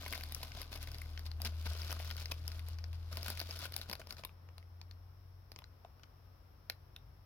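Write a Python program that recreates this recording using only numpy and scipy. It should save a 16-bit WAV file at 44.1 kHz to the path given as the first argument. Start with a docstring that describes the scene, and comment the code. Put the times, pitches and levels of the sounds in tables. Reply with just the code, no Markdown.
"""Thin paper snaps and crackles close by in a small room: hands lift a bagged pastry out of a cardboard
box and turn it. Creases buckle one by one over the tiny slips of sliding paper, ringing the air in the
box, then in the bag; fingers and pastry bump softly. Behind it a low hum, like an engine outside,
slowly rises in pitch and fades, over room rumble, a brief faint whine and microphone hiss."""
import sys
import numpy as np
from scipy import signal
from scipy.fft import rfft, irfft
from scipy.io import wavfile
from scipy.ndimage import uniform_filter1d

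SR = 44100
rng = np.random.default_rng(int(sys.argv[2]) if len(sys.argv) > 2 else 0)


def master(y):
    """Save y as 16-bit WAV."""
    cut = np.clip(np.atleast_2d(y).T, -1, 1)
    pcm = np.round(cut * 32767)  # scale
    wavfile.write(sys.argv[1], SR, pcm.astype(np.int16))


N = 319725
TIME_S = np.arange(N) / SR

# background spectra: freq_hz, gain_db
RUMBLE_SPECTRUM = [(20, -38), (30, -29), (42, -1.5), (72, 3), (100, -6), (130, -4), (170, -18),
                   (300, -22.5), (700, -21.5), (1200, -21.5), (1800, -29.5), (4000, -38), (8000, -60)]
HISS_SPECTRUM = [(100, 12.5), (1300, 1.5), (2500, -7), (4600, -5), (5400, 6), (6100, -10.5), (7000, -20.5),
                 (9100, -17), (10300, -10), (13000, -3), (16000, -9.5)]
# distant engine: time_s, rotation_hz, second_order_db, first_order_db
ENGINE_TRACK = [(0.0, 40.66, -47.5, -58), (0.35, 38.78, -49.5, -55.5), (0.58, 39.8, -52, -55.5),
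                (0.9, 39.12, -48, -52), (1.35, 39.4, -42.5, -54.5), (1.7, 39.7, -41, -58),
                (2.3, 40.22, -45, -57), (2.9, 41.16, -42.5, -58.5), (3.3, 42.1, -45, -61),
                (3.7, 42.52, -51, -64), (4.28, 42.73, -60.5, -68), (4.45, 44.3, -55.5, -72),
                (4.76, 43.3, -53, -87), (4.98, 44.26, -53.5, -65), (5.2, 45.62, -55.5, -62.5),
                (5.9, 45.1, -64, -70), (6.6, 45.1, -61.5, -68), (7.24, 46.74, -62.5, -62.5)]
# its weak higher orders: order, level_db (re first order)
ENGINE_OVERTONES = [(3, -11), (4, -33)]
# bumps of fingers and pastry: start_s, pitch_hz, peak_db, t60_s
SOFT_BUMPS = [(1.4, 223, -52, 0.038), (1.453, 223, -49, 0.14), (1.475, 163, -51.5, 0.058),
              (1.659, 210, -42.5, 0.028), (1.669, 70.5, -42, 0.43), (3.895, 192, -43.5, 0.053),
              (3.929, 198.7, -55, 0.066), (4.011, 150, -52, 0.041), (4.248, 170, -58, .06),
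              (6.699, 309, -55.5, 0.048)]
# spectra of the sheet, small creases and finger rub: freq_hz, gain_db
PAPER_SPECTRUM = [(150, -6.5), (300, -5.5), (700, -1.5), (1100, 1), (1500, -2.5), (2700, 3), (4000, 5.5),
                  (5000, 6.5), (6200, -2.5), (7500, -9.5), (9000, -12.5), (10300, -3), (13000, -4),
                  (16000, -13)]
TICK_SPECTRUM = [(300, -16), (1500, -10), (4800, 4.5), (7500, -7.5), (9000, -11), (11000, -7), (16000, -5)]
RUB_SPECTRUM = [(100, -15), (200, 5), (370, -1), (500, 1), (680, 5), (870, -25.5), (1100, 0), (1400, -5),
                (2500, -19.5)]
# paper on paper: start_s, length_s, level_db
PAPER_SCRAPES = [(0.125, 0.01, -43.5), (0.144, 0.019, -49.5), (0.429, 0.0084, -44.5), (1.452, 0.025, -41),
                 (1.655, 0.018, -48), (1.895, 0.026, -51), (2.313, 0.0096, -38), (3.633, 0.037, -48)]
# bag stirring in the hands until held still: time_s, crackle_db
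BAG_STIRRING = [(0.0, -52.5), (0.68, -61.5), (0.95, -58), (1.35, -68), (1.78, -51), (2.28, -60), (2.9, -69),
                (3.46, -55.5), (3.7, -61), (4.05, -70), (4.3, -74), (4.45, -110)]
# fingers sliding the paper: start_s, length_s, crackle_db, rub_db
FINGER_STROKES = [(0.0, 0.18, -52, -56.5), (0.343, 0.14, -54.5, -59.5), (0.541, 0.092, -51, -57),
                  (0.712, 0.056, -50.5, -58.5), (0.804, 0.029, -50.5, -67), (0.863, 0.025, -53.5, -78),
                  (1.248, 0.02, -54.5, -62), (1.405, 0.089, -57, -59), (1.659, 0.08, -51, -56.5),
                  (1.816, 0.11, -50.5, -63), (1.884, 0.081, -53.5, -55), (1.976, 0.15, -52, -63),
                  (2.168, 0.061, -50.5, -63), (2.294, 0.03, -63, -55.5), (2.445, 0.14, -58, -63),
                  (2.657, 0.08, -59, -79), (2.924, 0.03, -60.5, -80), (3.109, 0.12, -53.5, -56),
                  (3.237, 0.082, -48, -54.5), (3.31, 0.12, -52.5, -62), (3.483, 0.096, -51, -57),
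                  (3.591, 0.05, -47.5, -57), (3.729, 0.11, -55, -60.5), (3.876, 0.029, -56, -53),
                  (3.989, 0.014, -56, -55), (4.083, 0.033, -56.5, -54), (4.166, 0.033, -57.5, -61.5)]
# large creases, before band trims; body, fizz and ring are re snap, pan is left minus right:
# start_s, snap_db, body_db, fizz_db, facet_hz, ring_db, pan_db
BUCKLING_CREASES = [(0.0624, -44.5, -4, -11, 2140, -8.5, 2), (0.0806, -51, -15, 0.5, 4700, -2, 4),
                    (0.1255, -42.5, -6.5, -5.5, 2670, -13, 6), (0.135, -44, -10, -5, 2090, 1, 4),
                    (0.152, -46, -22, -3, 2120, -7, 2), (0.1775, -49.5, -5, -5, 3660, -5, 3),
                    (0.2093, -47.5, -11, -9, 2630, -15, 3), (0.236, -47.0, -20, -2.5, 4470, -1.5, 5),
                    (0.3223, -46.5, -13, -0.5, 3830, -3, 3.5), (0.3474, -44.0, -17, 1.5, 5500, 2.5, 9),
                    (0.4312, -46, -7.5, -4, 5030, -7, 1), (0.5188, -49.5, -14, -19, 2800, -10, 2),
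                    (0.6165, -44.5, -16, -4.5, 5030, -8, 6), (0.7286, -50.5, -8, -10, 4330, -6, 9),
                    (0.759, -48.5, -8, -6, 4780, -5, 6), (0.829, -51.5, -12, 1.5, 5260, -4, 11),
                    (0.874, -52.5, -16, -5, 2120, -14, 2), (0.9168, -54, -15, -4, 5150, -3, -1),
                    (0.945, -50.5, -10, -9, 4500, 0, 3), (0.9845, -56.5, -19, 0, 5010, 3, 2),
                    (1.0174, -51, -13, 0.5, 2050, 0.5, 6), (1.176, -47, -16, -18, 3090, -6.5, 2),
                    (1.1932, -51.5, -11, -6.5, 4500, -3, 3), (1.2648, -49.5, -8.5, -10.5, 4470, -2, 7),
                    (1.3153, -50.5, -11, -10.5, 4300, 2, 10), (1.4016, -58, 4.5, -8, 680, 3, 3),
                    (1.4181, -48.5, -3.5, 4.5, 4900, 6, 5), (1.449, -41, -9.5, -4, 5070, -8, 3),
                    (1.666, -46.5, -2, -11, 1500, -6, 5), (1.8184, -49.0, -11, -8, 4960, 4, 9),
                    (1.9069, -43.5, -11, -12, 5040, -11, 9), (1.9168, -43.5, -10, -7, 3030, -8, 1),
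                    (1.9269, -47, -4, 3, 1280, -5, 5), (2.0002, -47.5, -7, -9, 676, -6, 5),
                    (2.1033, -48, -20, -8, 3223, -1, 8), (2.1114, -42.5, -12.5, -14, 4670, -11, 8),
                    (2.1668, -52.0, -11, -2.5, 4550, 0.5, 8), (2.2573, -42.5, -18, -12.5, 4970, -3, 7.5),
                    (2.319, -43, -7, -9, 2610, -5, 3), (2.4788, -46, -8.5, 1, 5070, 4.5, 8.5),
                    (2.518, -49.5, -20, -11, 5150, -7, 5), (2.5938, -50.5, -12, -7.5, 3660, -7, 4),
                    (2.686, -53.5, -6, 1.5, 4950, -8, 4), (2.7865, -52.5, -10, -14, 5000, -8, 5),
                    (2.841, -48, -8.5, -17, 4860, -11, 4), (2.9302, -56.5, -7, -11, 3700, -6, 3),
                    (3.1282, -47, -13, -8.5, 5100, -7, 4), (3.171, -42.5, -7, -7, 4940, -3, 5),
                    (3.23, -48, -8, -2.5, 5090, 2.5, 4), (3.261, -51, 0, -6, 1490, -5, 2),
                    (3.2816, -44, -8, -0.5, 1480, -9, 7), (3.302, -42, -5, -1.5, 5040, -6, 3),
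                    (3.3744, -50, -7, -3, 2130, -7, 9), (3.3948, -46.5, -14, -1.5, 4470, 1, -17),
                    (3.401, -39.5, -14, -7.5, 4940, -4, 16), (3.4143, -43, -6, -10, 4400, -4, 3),
                    (3.5094, -44.5, -9, -12, 5150, 0, 3), (3.5908, -51.5, -15, 1, 5200, 2, 5),
                    (3.6547, -48, -1.5, -2.5, 1490, -4, 9), (3.722, -50, -10, -5, 4510, -14, 2),
                    (3.7401, -46.0, -21, -6, 4500, 0, 4), (3.7643, -38.5, -10, -0.5, 5000, -3.5, 7),
                    (3.8145, -46.5, -12, -6, 4015, 1.5, 6), (3.8976, -43.5, -7, -9, 4940, -5, 4),
                    (3.9135, -45.5, -3.5, -7, 4310, -2, 3), (3.9293, -41, -9.5, -8, 5170, -6, 2),
                    (3.9332, -44, -5.5, -9, 5030, -4, 5), (3.9535, -49, -7, -10, 4470, -6, 6),
                    (4.016, -53, -7, -13, 1500, -10, 3), (4.071, -54.5, -3.5, -7.5, 5090, -3, 4),
                    (4.1075, -45, -14, -8.5, 4550, 0.5, 9), (4.1247, -48.5, -8, -7, 5100, -5, 5),
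                    (4.1681, -55.5, -12, -17, 4440, -4, 5), (4.183, -57, -8, -9, 4260, -8, 5),
                    (4.2365, -48, -5, -18, 2000, -12, 1.5), (4.2496, -43.5, -5.5, -3.5, 3700, -5, 5),
                    (4.293, -66, 3, -13, 2520, 1, 3), (4.4886, -62, -2, -20, 510, -6, 2),
                    (4.5807, -55.0, -4, -7.5, 3990, -7, 6.5), (4.6274, -66, -11, -13, 2100, -2, 0),
                    (4.8145, -53, -8.5, -16.5, 4466, -3, 5), (4.9114, -55, -14, -14.5, 4360, -5, 6),
                    (5.518, -52.5, -6, -8.5, 4730, -4, 0), (5.561, -51, -6.5, -18, 5060, -10, 5),
                    (5.5887, -52.5, -5.5, -7.5, 3433, -8.5, 3), (5.62, -62, 2, -23, 938, -5, 4),
                    (5.641, -56, -15, -19, 4130, -1.5, 7), (5.8483, -59, 3, -24, 701, 8, 3),
                    (5.9957, -67.5, -4, -16, 1444, -8, 2), (6.034, -56, -15, -15.5, 3100, -9, 5),
                    (6.6986, -36, -13, -10, 4120, -6, 2.5), (6.963, -52.5, -19, -7.5, 3700, 2, 1)]
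# limits of the body, low snap, high snap and fizz bands: edge_hz
BAND_EDGES_HZ = [250, 1300, 3000, 7500, 19000]
# air resonances of the open box and the bag: centre_hz, width_hz, gain_db
BOX_AIR_MODES = [(742, 40, 3), (1000, 36, -1.5), (1507, 57, 2), (2125, 33, 1)]
BAG_AIR_MODES = [(666, 36, -7), (1446, 93, 3.5)]


def undb(db):
    """Decibels to gain."""
    return 10 ** (np.asarray(db) / 20)


def unit(x):
    """Scale to rms 1."""
    return x / np.sqrt(np.mean(x ** 2) + 1e-20)


def steady(x, span_s=0.06):
    """Level a texture's slow swells, keep its grain."""
    return x / np.sqrt(uniform_filter1d(np.mean(x ** 2, axis=0), int(span_s * SR)) + 1e-12)


def curves(table):
    """Table columns interpolated linearly in time."""
    times_s, *columns = np.transpose(table)
    return [np.interp(TIME_S, times_s, column) for column in columns]


def walk(rate_hz):
    """Smooth random drift, rms 1."""
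    hold = int(SR / rate_hz)
    steps = np.repeat(rng.standard_normal(N // hold + 1), hold)
    return unit(uniform_filter1d(uniform_filter1d(steps, hold), hold)[:N])


def colour(x, spectrum, size=8192):
    """Minimum-phase filter through (freq_hz, gain_db) points."""
    hz, db = np.transpose(spectrum)
    bins_hz = np.fft.rfftfreq(size, 1 / SR)
    log_gain = np.interp(np.log(bins_hz + 1), np.log(hz), db) * np.log(10) / 20
    cepstrum = irfft(log_gain)
    cepstrum[1:size // 2] *= 2
    cepstrum[size // 2 + 1:] = 0
    impulse = irfft(np.exp(rfft(cepstrum)))
    return signal.fftconvolve(x, impulse[None], axes=1)[:, :x.shape[1]]


def paper_bands(order):
    """Four band-pass filters, body to fizz."""
    return [signal.butter(order, edges_hz, "band", fs=SR, output="sos")
            for edges_hz in zip(BAND_EDGES_HZ, BAND_EDGES_HZ[1:])]


def pan(db):
    """Constant-power gains, left minus right in dB."""
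    return unit(undb(np.array([[db], [-db]]) / 2))


def mic_ports(pair, split_hz, lag_samples=4):
    """Long waves reach both microphone ports alike, left first; short waves differ."""
    shared = signal.lfilter(*signal.butter(2, split_hz, fs=SR), pair[0])
    own = signal.lfilter(*signal.butter(2, split_hz, "high", fs=SR), pair)
    return np.array([shared - own[0], np.roll(shared - own[1], lag_samples)])


def add(out, start_s, sound):
    """Mix a sound in at start_s."""
    i = max(int(start_s * SR), 0)
    out[:, i:i + sound.shape[1]] += sound[:, :N - i]


def background(rumble_db=-62, early_boost_db=4, hiss_db=-71.5):
    """Room rumble that eases as the engine fades, plus microphone self-noise."""
    rumble = unit(colour(mic_ports(rng.standard_normal((2, N)), split_hz=340), RUMBLE_SPECTRUM))
    hiss = unit(colour(rng.standard_normal((2, N)), HISS_SPECTRUM))
    swell_db = np.interp(TIME_S, [3.8, 5], [early_boost_db, 0]) + .5 * walk(4.6)
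    return rumble * undb(rumble_db + swell_db) * pan(3.3) + hiss * undb(hiss_db) * pan(3.08)


def whine(pitch_hz=276, level_db=-75, waver_db=2.5):
    """A faint wavering tone that stops early."""
    gate = np.interp(TIME_S, [1.2, 1.35], [1, 0])
    gain = gate * undb(level_db + waver_db * walk(12.2))
    phase = 2 * np.pi * pitch_hz * TIME_S + 0.74 * walk(6.6)
    return np.sqrt(2) * gain * np.sin(phase) * pan(2)


def engine(waver_db=3):
    """Only low orders pass the walls; they swell and sink as the speed crosses room modes."""
    rotation_hz, second_db, first_db = curves(ENGINE_TRACK)
    angle = 2 * np.pi * np.cumsum(rotation_hz) / SR
    hum = undb(first_db) * np.sin(angle) + undb(second_db + .5 * walk(27)) * np.sin(2 * angle)
    for order, level_db in ENGINE_OVERTONES:
        gain = undb(first_db + level_db + waver_db * walk(7.1))
        hum += gain * np.sin(order * angle + .5 * walk(6.5))
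    return np.sqrt(2) * hum * pan(2.33)


def bumps():
    """A soft push rings one low, damped mode of the box or filled bag."""
    out, t = np.zeros((2, N)), np.arange(SR // 3) / SR
    for start_s, pitch_hz, peak_db, t60_s in SOFT_BUMPS:
        mode = np.sin(2 * np.pi * pitch_hz * t) * np.exp(-np.log(1000) * t / t60_s)
        add(out, start_s, undb(peak_db) * mode * pan(3.6))
    return out


def crackle(slips_per_s, spread_db, decay_s):
    """Tiny slips, many weak and few strong, each briefly shaking the sheet."""
    onsets = rng.random(N) < slips_per_s / SR
    slips = onsets * undb(spread_db * np.minimum(rng.exponential(size=N), 4.5))
    energy = signal.lfilter([1], [1, -np.exp(-2 / (decay_s * SR))], slips ** 2)
    return mic_ports(rng.standard_normal((2, N)) * np.sqrt(energy), split_hz=2300)


def scrapes(ramp_s=.004):
    """A fold drags over the sheet in a short, dense run of slips."""
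    push = np.zeros(N)
    for start_s, length_s, level_db in PAPER_SCRAPES:
        inside_s = np.minimum(TIME_S - start_s, start_s + length_s - TIME_S)
        push += undb(level_db) * np.clip(inside_s / ramp_s + .5, 0, 1)
    slips = crackle(slips_per_s=2000, spread_db=2.5, decay_s=.001)
    return steady(colour(slips, PAPER_SPECTRUM)) * push * pan(0.75)


def handling(attack_s=0.0077, release_s=0.018, stir_rub_db=-7):
    """Crackle and rub gains: strokes rise, hold and decay over the stirring of the bag."""
    stir = undb(curves(BAG_STIRRING)[0])
    gains = np.array([stir, stir * undb(stir_rub_db)])
    t = np.arange(SR // 2) / SR
    for start_s, length_s, crackle_db, rub_db in FINGER_STROKES:
        envelope = np.clip(t / attack_s, 0, 1) * np.exp(-np.maximum(t - length_s, 0) / release_s)
        stroke = np.zeros((2, N))
        add(stroke, start_s, undb([[crackle_db], [rub_db]]) * envelope)
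        gains = np.maximum(gains, stroke)
    return gains


def sliding_paper(crackle_trim_db=-2, rub_trim_db=-3, friction_db=-6, tick_db=-4):
    """Bright slips over friction hiss, ticks of small creases, dull rub of fingers and pastry."""
    crackle_gain, rub_gain = handling()
    slips = unit(crackle(slips_per_s=900, spread_db=4, decay_s=.0011))
    # facets of each size slip independently in their own band
    facets = sum(signal.sosfilt(band, unit(crackle(slips_per_s=700, spread_db=3.8, decay_s=.0018)))
                 for band in paper_bands(order=3))
    friction = unit(mic_ports(rng.standard_normal((2, N)), split_hz=1730))
    sheet = steady(colour(slips + unit(facets) + undb(friction_db) * friction, PAPER_SPECTRUM))
    ticks = unit(colour(crackle(slips_per_s=70, spread_db=2, decay_s=.001), TICK_SPECTRUM))
    rub = steady(colour(crackle(slips_per_s=650, spread_db=7.5, decay_s=.0026), RUB_SPECTRUM))
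    firmness = np.sqrt(crackle_gain / crackle_gain.max())  # small creases yield to firm strokes
    bright = sheet * undb(crackle_trim_db) + ticks * undb(tick_db) * firmness
    return (bright * crackle_gain + rub * rub_gain * undb(rub_trim_db)) * pan(1.5)


def at_level(x, db, window_s=.005):
    """Set each channel's level, taken as its energy spread over window_s."""
    return x * undb(db) / np.sqrt(np.sum(x ** 2, axis=1, keepdims=True) / (window_s * SR))


def crack(t, band_db, spike_s=.0003, spike_db=4, tail_s=.0021, slip_gap_s=.003, slip_db=-9):
    """A crease flips: a noise spike, a short tail and three after-slips."""
    since_slip_s = t - np.cumsum(rng.exponential(slip_gap_s, size=3))[:, None]
    after_slips = np.sum((since_slip_s > 0) * np.exp(-abs(since_slip_s) / spike_s), axis=0)
    envelope = undb(spike_db) * np.exp(-t / spike_s) + np.exp(-t / tail_s) + undb(slip_db) * after_slips
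    noise = rng.standard_normal((2, len(t))) * envelope
    burst = colour(mic_ports(noise, split_hz=1530), PAPER_SPECTRUM)
    return sum(at_level(signal.sosfilt(band, burst), db)
               for band, db in zip(paper_bands(order=2), band_db))


def creases(band_trim_db=(.5, -2.5, -2, 2), tilt_db_per_octave=3, mid_hz=3300, mid_decay_s=.0012):
    """Each crease cracks and rings the facet beside it; large, low facets are duller and ring longer."""
    out, t = np.zeros((2, N)), np.arange(1024) / SR
    for start_s, snap_db, body_db, fizz_db, facet_hz, ring_db, pan_db in BUCKLING_CREASES:
        tilt_db = tilt_db_per_octave * np.clip(np.log2(facet_hz / mid_hz), -1, 1)
        band_db = np.array([body_db, -tilt_db / 2, tilt_db / 2, fizz_db]) + band_trim_db
        snap = crack(t, band_db)
        port_lag_s = np.array([[0], [rng.uniform(.00005, .0001)]])
        decay_s = mid_decay_s * np.sqrt(mid_hz / facet_hz)
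        envelope = (1 - np.exp(-2 * facet_hz * t)) * np.exp(-t / decay_s)
        ring = at_level(np.sin(2 * np.pi * facet_hz * (t - port_lag_s)) * envelope, ring_db)
        total_db = snap_db + 10 * np.log10(np.sum(undb(band_db) ** 2) + undb(ring_db) ** 2)
        add(out, start_s, at_level(snap + ring, total_db) * pan(pan_db))
    return out


def cavities(x):
    """Paper rings the air in the box, then, lifted clear, the air in the bag."""
    def resonate(modes):
        return sum(undb(gain_db) * signal.lfilter(*signal.iirpeak(hz, hz / width_hz, fs=SR), x)
                   for hz, width_hz, gain_db in modes)

    in_box = np.interp(TIME_S, [1.1, 1.5], [1, 0])
    return x + in_box * resonate(BOX_AIR_MODES) + (1 - in_box) * resonate(BAG_AIR_MODES)


def room(x, t60_s=0.15, tail_db=-14, onset_s=0.0015, echo_s=0.023, echo_db=-24):
    """Short diffuse tail plus one near-wall reflection."""
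    t = np.arange(SR // 3) / SR
    envelope = np.clip(t / onset_s, 0, 1) * np.exp(-np.log(1000) * t / t60_s)
    tail = rng.standard_normal((2, len(t))) * envelope
    tail = colour(tail, [(200, 16), (4000, 8), (6000, 4.5), (14000, 9)])
    tail *= undb(tail_db) / np.sqrt(np.sum(tail ** 2) / 2)
    tail[:, int(echo_s * SR)] += undb(echo_db)
    return x + signal.fftconvolve(x, tail, axes=1)[:, :N]


def scene(inward_share=0.74):
    """Paper and bumps in the room, over the hum; most of each snap goes into the box or bag."""
    snaps = creases()
    paper = (1 - inward_share) * snaps + cavities(inward_share * snaps + sliding_paper() + scrapes())
    return room(paper + bumps()) + engine() + whine() + background()


def record(dry):
    """Treble is cut above 16.4 kHz."""
    return signal.sosfilt(signal.ellip(10, .2, 70, 16400, fs=SR, output="sos"), dry)


dry = scene()
out = record(dry)
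master(out)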